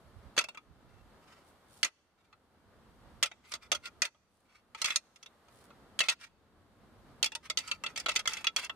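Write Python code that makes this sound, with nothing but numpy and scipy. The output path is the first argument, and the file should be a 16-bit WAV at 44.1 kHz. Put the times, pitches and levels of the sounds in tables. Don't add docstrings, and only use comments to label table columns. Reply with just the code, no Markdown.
import sys
import numpy as np
from scipy import signal
from scipy.fft import rfft, irfft, next_fast_len
from scipy.io import wavfile
from scipy.ndimage import uniform_filter1d, minimum_filter1d, map_coordinates

SR = 44100
rng = np.random.default_rng(int(sys.argv[2]) if len(sys.argv) > 2 else 0)


def to_wav(sig):
    pcm = np.clip(np.atleast_2d(sig), -1, 1) * 32767
    pcm = np.round(pcm).astype(np.int16)
    wavfile.write(sys.argv[1], SR, pcm.T)


N = 385875
LIFE = SR // 5

# start in seconds, relative level in dB, knock and snap in dB (the bands 0.4-1.5 kHz and
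# over 4.2 kHz against the middle), delay of the second tine in seconds, and the levels of
# the second tine and of the rebound in dB against the first.
FULL_BLOWS = [(0.378, -17, -7, -4, 0.0099, 0, -13.5), (1.829, -10.5, -13.5, -2, 0.017, -5, -28.5),
              (3.2264, -16, -9.5, -2, .005, -0.5, -13), (3.5183, -33, -5, 1.5, .0187, 4, -7),
              (3.7166, -20, -6.5, -1.5, 0.0065, -7, -10.5), (4.0194, -11, -11.5, -0.5, .006, -17, -12.5),
              (4.8436, -23, -13, -1.5, 0.013, -2.5, -17), (6.0041, -13, -15, -9.5, 0.0092, -9, -15),
              (6.085, -13, -14.5, -2.5, 0.0098, -4, -32), (7.2275, -18, -16, -1, 0.015, -4, -7.5),
              (7.572, -23, -14, 0.5, 0.014, -8, -21), (7.9595, -37.5, -11, -2, 0.015, 3, -10),
              (8.0841, -32.5, -5, -7, .007, 3.5, -6.5), (8.1603, -24, -15, -2.5, 0.0076, -14, -11.5),
              (8.2745, -25.5, -7.5, -2.5, .018, -16, -24), (8.5622, -23.5, -12, -0.5, 0.0051, -14, -15)]


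def amp(db):
    return 10 ** (np.asarray(db) / 20)


def unit(x):
    return x / np.sqrt(np.mean(x ** 2) + 1e-20)


def one_joule(x):
    return x / np.sqrt(np.sum(x ** 2, axis=-1, keepdims=True) + 1e-20)


def along(points, hz):
    f, v = np.transpose(points)
    return np.interp(np.log(hz + 1), np.log(f + 1), v)


def wobble(rate):
    knots = rng.standard_normal(int(N * rate / SR) + 4)
    return map_coordinates(knots, [np.arange(N) * rate / SR])


def coloured(x, gain_db):
    n = x.shape[-1]
    m = 2 * next_fast_len(n // 2 + 2048)
    log_gain = np.log(amp(gain_db(np.fft.rfftfreq(m, 1 / SR))) + 1e-6)
    cepstrum = irfft(log_gain, m)
    cepstrum[..., 1:m // 2] *= 2
    cepstrum[..., m // 2 + 1:] = 0
    response = np.exp(rfft(cepstrum))
    return irfft(rfft(x, m) * response, m)[..., :n]


def add(track, s, sound):
    part = track[:, round(s * SR):][:, :sound.shape[-1]]
    part += sound[..., :part.shape[-1]]


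def strokes(rows):
    t = np.arange(N) / SR
    return sum(amp(db) * np.sin(np.pi * np.clip((t - start) / (end - start), 0, 1))
               for start, end, db in rows)


def air(spectrum):
    # frequency in Hz, left-right correlation from -1 to 1.
    likeness = [(60, 0.57), (180, 0.89), (550, 0.86), (1650, 0.52), (4970, -0.15), (15000, 0.92)]

    def gain_db(hz):
        alike = np.clip(along(likeness, hz), -.99, .99)
        return along(spectrum, hz) + 10 * np.log10([1 + alike, 1 - alike])

    mid, side = coloured(rng.standard_normal((2, N)), gain_db)
    return unit(np.array([mid + side, mid - side]))


def woods(hush_db=-62.0, hiss_db=-76, rumble_db=-68, waver_db=0.78, gust_db=2, lumps_db=5.5, draught_db=-3):
    # frequency in Hz, relative density in dB per Hz.
    hush_colour, hiss_colour, rumble_colour = [(30, -23), (80, -4), (150, -8.5), (220, -2), (300, -5.5),
                                               (600, -8), (850, -10), (1250, -10), (2500, -22.5),
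                                               (4500, -24.5), (12000, -52.5)], [(200, -4.5), (1500, 1), (3500, 2),
                                                             (5500, -3.5), (9000, -1.5), (13000, -7),
                                                             (16000, -19)], [(20, -22), (45, -0.5),
                                                                           (72, -0.5), (120, -3.5),
                                                                           (220, -8), (500, -29.5),
                                                                           (1500, -70)]
    # time in seconds, relative level in dB.
    bass_drift = [(0, 0.5), (0.902, 0.5), (1.602, -5.5), (2.199, -2.5), (3.1, 2.5), (4, 0), (4.6, -3),
                  (5.3, -8), (5.9, 1.5), (7.1, 4), (8.75, 0.5)]
    # start in seconds, end in seconds, relative level in dB.
    draughts = [(.02, .42, -53), (.64, 1.12, -49.5), (2.55, 3.3, -57.5), (3.48, 4.04, -54)]
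    bass_hz, hush_follows = 403, 0.19

    drift_db = np.interp(np.arange(N) / SR, *np.transpose(bass_drift))
    hush = amp(hush_db + waver_db * wobble(18)) * air(hush_colour)
    bass = signal.sosfiltfilt(signal.butter(2, bass_hz, fs=SR, output="sos"), hush)
    hiss = amp(hiss_db) * air(hiss_colour)
    rumble = amp(rumble_db + gust_db * np.array([wobble(10), wobble(13)])) * air(rumble_colour)
    gusts = signal.sosfilt(signal.butter(2, 130, fs=SR, output="sos"), air(rumble_colour))
    flutter = amp(draught_db) * strokes(draughts) * unit(amp(lumps_db * wobble(36)) * gusts)
    flutter = flutter * amp([[-14], [0]])
    upper_hush = amp(hush_follows * drift_db) * (hush - bass)
    return upper_hush + amp(drift_db) * (bass + rumble) + hiss + flutter


def trees(x):
    echo_db, t60_s, rise_s = -41, 0.8, .05
    t = np.arange(SR) / SR
    decay = (1 - np.exp(-t / rise_s)) * amp(-60 * t / t60_s)
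    tail = rng.standard_normal((2, SR)) * decay
    return amp(echo_db) * signal.fftconvolve(x, one_joule(tail), axes=1)[:, :N]


def gloves(rough_db=3, snags_per_s=25, snag_db=-7):
    # start in seconds, end in seconds, relative level in dB.
    brushes = [(1.25, 1.44, -83), (1.44, 1.53, -68.5), (1.67, 1.85, -63), (3.46, 3.56, -56),
               (4.25, 4.52, -69), (5.48, 5.7, -67.5)]
    cloth = [(300, -28.5), (1500, -7.0), (4000, 0.5), (6500, -3.5),
             (9500, 2), (13000, -9.5), (16000, -11)]
    swish = unit(rng.standard_normal((2, N)) * amp(rough_db * wobble(360)))
    snags = unit((rng.random(N) < snags_per_s / SR) * rng.standard_normal((2, N)))
    rustle = coloured(swish + amp(snag_db) * snags, lambda hz: along(cloth, hz))
    return strokes(brushes) * unit(rustle)


def tines(scatter_db, detune):
    # frequency in Hz, relative level in dB.
    modes = [(600, -10.5), (680, -15.5), (895, -6), (1290, -1.5), (1370, -4.5), (1950, -3), (2100, -3.5),
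             (2420, -3.5), (2685, 3), (2930, -12.5), (3380, 1.5), (3750, -5), (4300, -1.5), (4500, 1.5),
             (5150, -3.5), (5890, -3.5), (6370, 2.5), (7870, -5), (8840, -2)]
    t = np.arange(LIFE) / SR
    hz, db = np.transpose(modes)[:, :, None]
    t60 = .048 * (hz / 2700) ** -.4
    size, shift, phase = rng.standard_normal((3, len(modes), 1))
    waves = np.sin(2 * np.pi * (hz * (1 + detune * shift) * t + phase))
    decaying = amp(db + scatter_db * size - 60 * t / t60) * waves
    return one_joule(np.sum(decaying, axis=0))


def boards(near_db, near_s, tail_db):
    # frequency in Hz, time to fall by 60 dB in seconds.
    decay = [(300, .13), (1000, .075), (3000, .06), (10000, .055)]
    side_colour = [(200, -16.0), (600, -12.5), (1300, -8.5), (2500, 0.5)]  # (Hz, dB)
    t = np.arange(LIFE) / SR
    hz, frame_s, z = signal.stft(rng.standard_normal((2, LIFE)), SR, nperseg=128)
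    faded = z * amp(-60 * frame_s / along(decay, hz)[:, None])
    tail = signal.istft(faded, SR, nperseg=128)[1][:, :LIFE]
    near = rng.standard_normal((2, LIFE)) * np.exp(-((t - .002) / near_s) ** 2)
    mid, other = amp(near_db) * one_joule(near) + amp(tail_db) * one_joule(tail)
    side = coloured(other, lambda f: along(side_colour, f))
    paths = np.array([mid + side, mid - side]) / np.sqrt(2)
    paths[:, 0] += 1
    return paths


def slides():
    # start in seconds, end in seconds, relative level in dB.
    drawn = [(0.858, 1.04, -67.5), (1.19, 1.45, -63), (2.142, 2.32, -63), (3.404, 3.535, -53),
             (3.509, 3.574, -41), (3.599, 3.678, -50), (3.825, 3.883, -41), (4.441, 4.622, -57),
             (4.74, 4.838, -47.5), (4.8, 4.975, -39), (6.02, 6.09, -30.5), (6.183, 6.274, -40.5),
             (7.424, 7.482, -44.5), (7.602, 7.78, -48), (7.853, 7.93, -52), (7.964, 8.051, -48),
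             (8.07, 8.18, -53.5), (8.282, 8.44, -43.5), (8.565, 8.67, -36.5)]
    skid_s, skid_db = .055, -18
    return list(drawn) + [(s, s + skid_s, db + skid_db) for s, db, *_ in FULL_BLOWS]


def scrapes(ring_db=-10, rough_db=4.0):
    slips_per_s = 2500
    rasp = [(100, -35.5), (600, -11.5), (1300, 3.5), (1650, -1), (2100, 4.0), (2900, -2),
            (4500, -5.5), (6500, -10.5), (9000, -13.5), (15000, -28.0)]
    out = np.zeros((2, N))
    for start, end, db in slides():
        n = round((end - start) * SR)
        chance, size = rng.random(SR // 2), rng.standard_normal(SR // 2)
        slips = ((chance < slips_per_s / SR) * size)[:n]
        slips = slips * np.sin(np.linspace(0, np.pi, len(slips)))
        body = amp(ring_db) * tines(scatter_db=3.5, detune=0.015)
        body[0] += 1
        room = boards(near_db=2.0, near_s=0.0064, tail_db=-1.5)
        paths = signal.fftconvolve(body[None], room, axes=1)
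        rub = coloured(signal.fftconvolve(slips[None], paths, axes=1), lambda hz: along(rasp, hz))
        add(out, start, amp(db) * np.sqrt(n / 2) * one_joule(rub))
    return out * unit(amp(rough_db * wobble(70)))


def knock_and_snap(x):
    power = np.sum(np.abs(rfft(x)) ** 2, axis=0)
    edges = np.searchsorted(np.fft.rfftfreq(x.shape[-1], 1 / SR), [400, 1500, 4200])
    low, middle, high = 10 * np.log10(np.add.reduceat(power, edges) + 1e-20)
    return low - middle, high - middle


def contacts():
    # start in seconds, relative level in dB, knock in dB, snap in dB.
    clicks = [(0.3654, -41, -1, 0), (0.4399, -32.5, -8, -5), (0.4858, -36, -7, -8.5),
              (0.5462, -45, 0.5, -10), (0.5728, -37.5, -4.5, -13.5), (2.327, -48.5, 2, -13),
              (3.3144, -39.5, -5, -12.5), (3.855, -38, -18, -5), (4.146, -54, 6, -13),
              (4.7471, -36.5, -0.5, -8), (4.816, -24.5, -7, 5), (4.9035, -26.5, -14.5, -11.5),
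              (4.9585, -19, -13, 6), (5.159, -52, -11.5, -1), (5.2278, -46.5, -9, 2.5),
              (5.2597, -46.5, -11, -8), (5.483, -62, 1.5, -4), (5.7037, -55.5, 7, -13),
              (5.9899, -27.5, -15.5, -2.5), (7.3191, -37, -9, -8), (7.3505, -29, -8, 0),
              (7.4993, -26, -8, 0.5), (7.6767, -40.5, -22, 2.5), (7.7132, -27, -14.5, -7.5),
              (7.837, -33, -4.5, -9), (7.8625, -33, -14, -11), (7.9992, -39, -12, 10),
              (8.0594, -28.5, -4, -11), (8.153, -40, -5, 3), (8.2551, -35, -8, -11),
              (8.3338, -36, -11.5, 1.5), (8.3691, -38.5, -15, -9), (8.443, -33.5, -8.5, -9.5),
              (8.4689, -21.5, -15, -8.5), (8.6454, -41, -34, 21), (8.6952, -34, -6.5, -17.5)]
    second_snap_db = 1.5
    rebound_s = .032
    touches = list(clicks)
    for s, db, knock_db, snap_db, delay_s, second_db, rebound_db in FULL_BLOWS:
        touches += [(s, db, knock_db, snap_db),
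                    (s + delay_s, db + second_db, knock_db, snap_db + second_snap_db),
                    (s + rebound_s, db + rebound_db, knock_db, snap_db)]
    return touches


def clacks(tine_db=4, near_s=.005):
    # frequency in Hz, relative density in dB per Hz.
    knock_colour = [(60, -23.5), (250, -18), (620, -8), (780, -11.5), (1000, -6), (1330, -2.5), (1650, -6),
                    (2100, -0.5), (2700, -2), (3450, -1.5), (4050, -4), (6300, -6), (9500, -14.5),
                    (14500, -31), (15700, -45)]
    middle_tine_hz, snap_db_per_octave = 3400, 22
    bite_s, bite_spread = .0012, .3
    out = np.zeros((2, N))
    t = np.arange(LIFE) / SR
    for s, db, knock_db, snap_db in contacts():
        tine_hz = middle_tine_hz * 2 ** (snap_db / snap_db_per_octave)
        build_s = bite_s * np.exp(bite_spread * rng.standard_normal())
        u = t / build_s
        force = one_joule(rng.standard_normal(LIFE) ** 3 * u * np.exp(-u * u))
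        force[round(build_s * SR / 2)] += 2
        body = amp(-6) * tines(scatter_db=3.5, detune=.022)
        body[0] += 1
        blow = signal.fftconvolve(force, body)[:LIFE]
        paths = boards(near_db=9, near_s=near_s, tail_db=5)
        heard = signal.fftconvolve(blow[None], paths, axes=1)[:, :LIFE]

        def colour_db(hz):
            octaves = np.log2((hz + 1) / tine_hz)
            return along(knock_colour, hz) + tine_db * np.exp(-(octaves / .16) ** 2)

        heard = coloured(heard, colour_db)
        low, high = np.subtract((knock_db, snap_db), knock_and_snap(heard))
        tilt = [(60, -8), (150, -2), (300, low / 2), (600, low), (1350, low),
                (1900, 0), (3700, 0), (4800, high)]
        heard = coloured(heard, lambda hz: along(tilt, hz))
        add(out, s, amp(db) * np.sqrt(0.014 * SR) * one_joule(heard))
    return out


def gain_control(x):
    limit_db, hold_s, recover_db_per_s = -21.5, 0.15, 12.5
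    size = round(.006 * SR)
    power = np.abs(uniform_filter1d(np.mean(x ** 2, axis=0), size))
    level_db = 10 * np.log10(power + 1e-12)
    hold = round(hold_s * SR)
    needed_db = minimum_filter1d(np.minimum(limit_db - level_db, 0), hold, origin=(hold - 1) // 2)
    climb_db = recover_db_per_s * np.arange(N) / SR
    gain_db = np.minimum.accumulate(needed_db - climb_db) + climb_db
    return x * amp(uniform_filter1d(gain_db, size // 2))


def scene():
    # frequency in Hz, left minus right level in dB.
    balance = [(700, -0.5), (1300, -1.5), (2600, 2.5), (3400, -3.5), (4400, -3.5), (6800, -4.5),
               (8600, 0.5), (12000, 0)]
    lag = 1
    halves = np.array([[.5], [-.5]])
    left, right = coloured(clacks() + scrapes(), lambda hz: along(balance, hz) * halves)
    antlers = np.array([np.roll(left, lag), right])
    return antlers + trees(antlers) + gloves() + woods()


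def record(dry, notch_width_hz=45):
    top_hz = 15500
    dry = gain_control(dry)
    dry = dry / (1 + (dry / .33) ** 4) ** (1 / 4)
    for hz in (2500, 5000, 7500, 10000):
        dry = signal.lfilter(*signal.iirnotch(hz, hz / notch_width_hz, SR), dry)
    return signal.sosfilt(signal.ellip(10, .1, 80, top_hz, fs=SR, output="sos"), dry)


dry = scene()
out = record(dry)
to_wav(out)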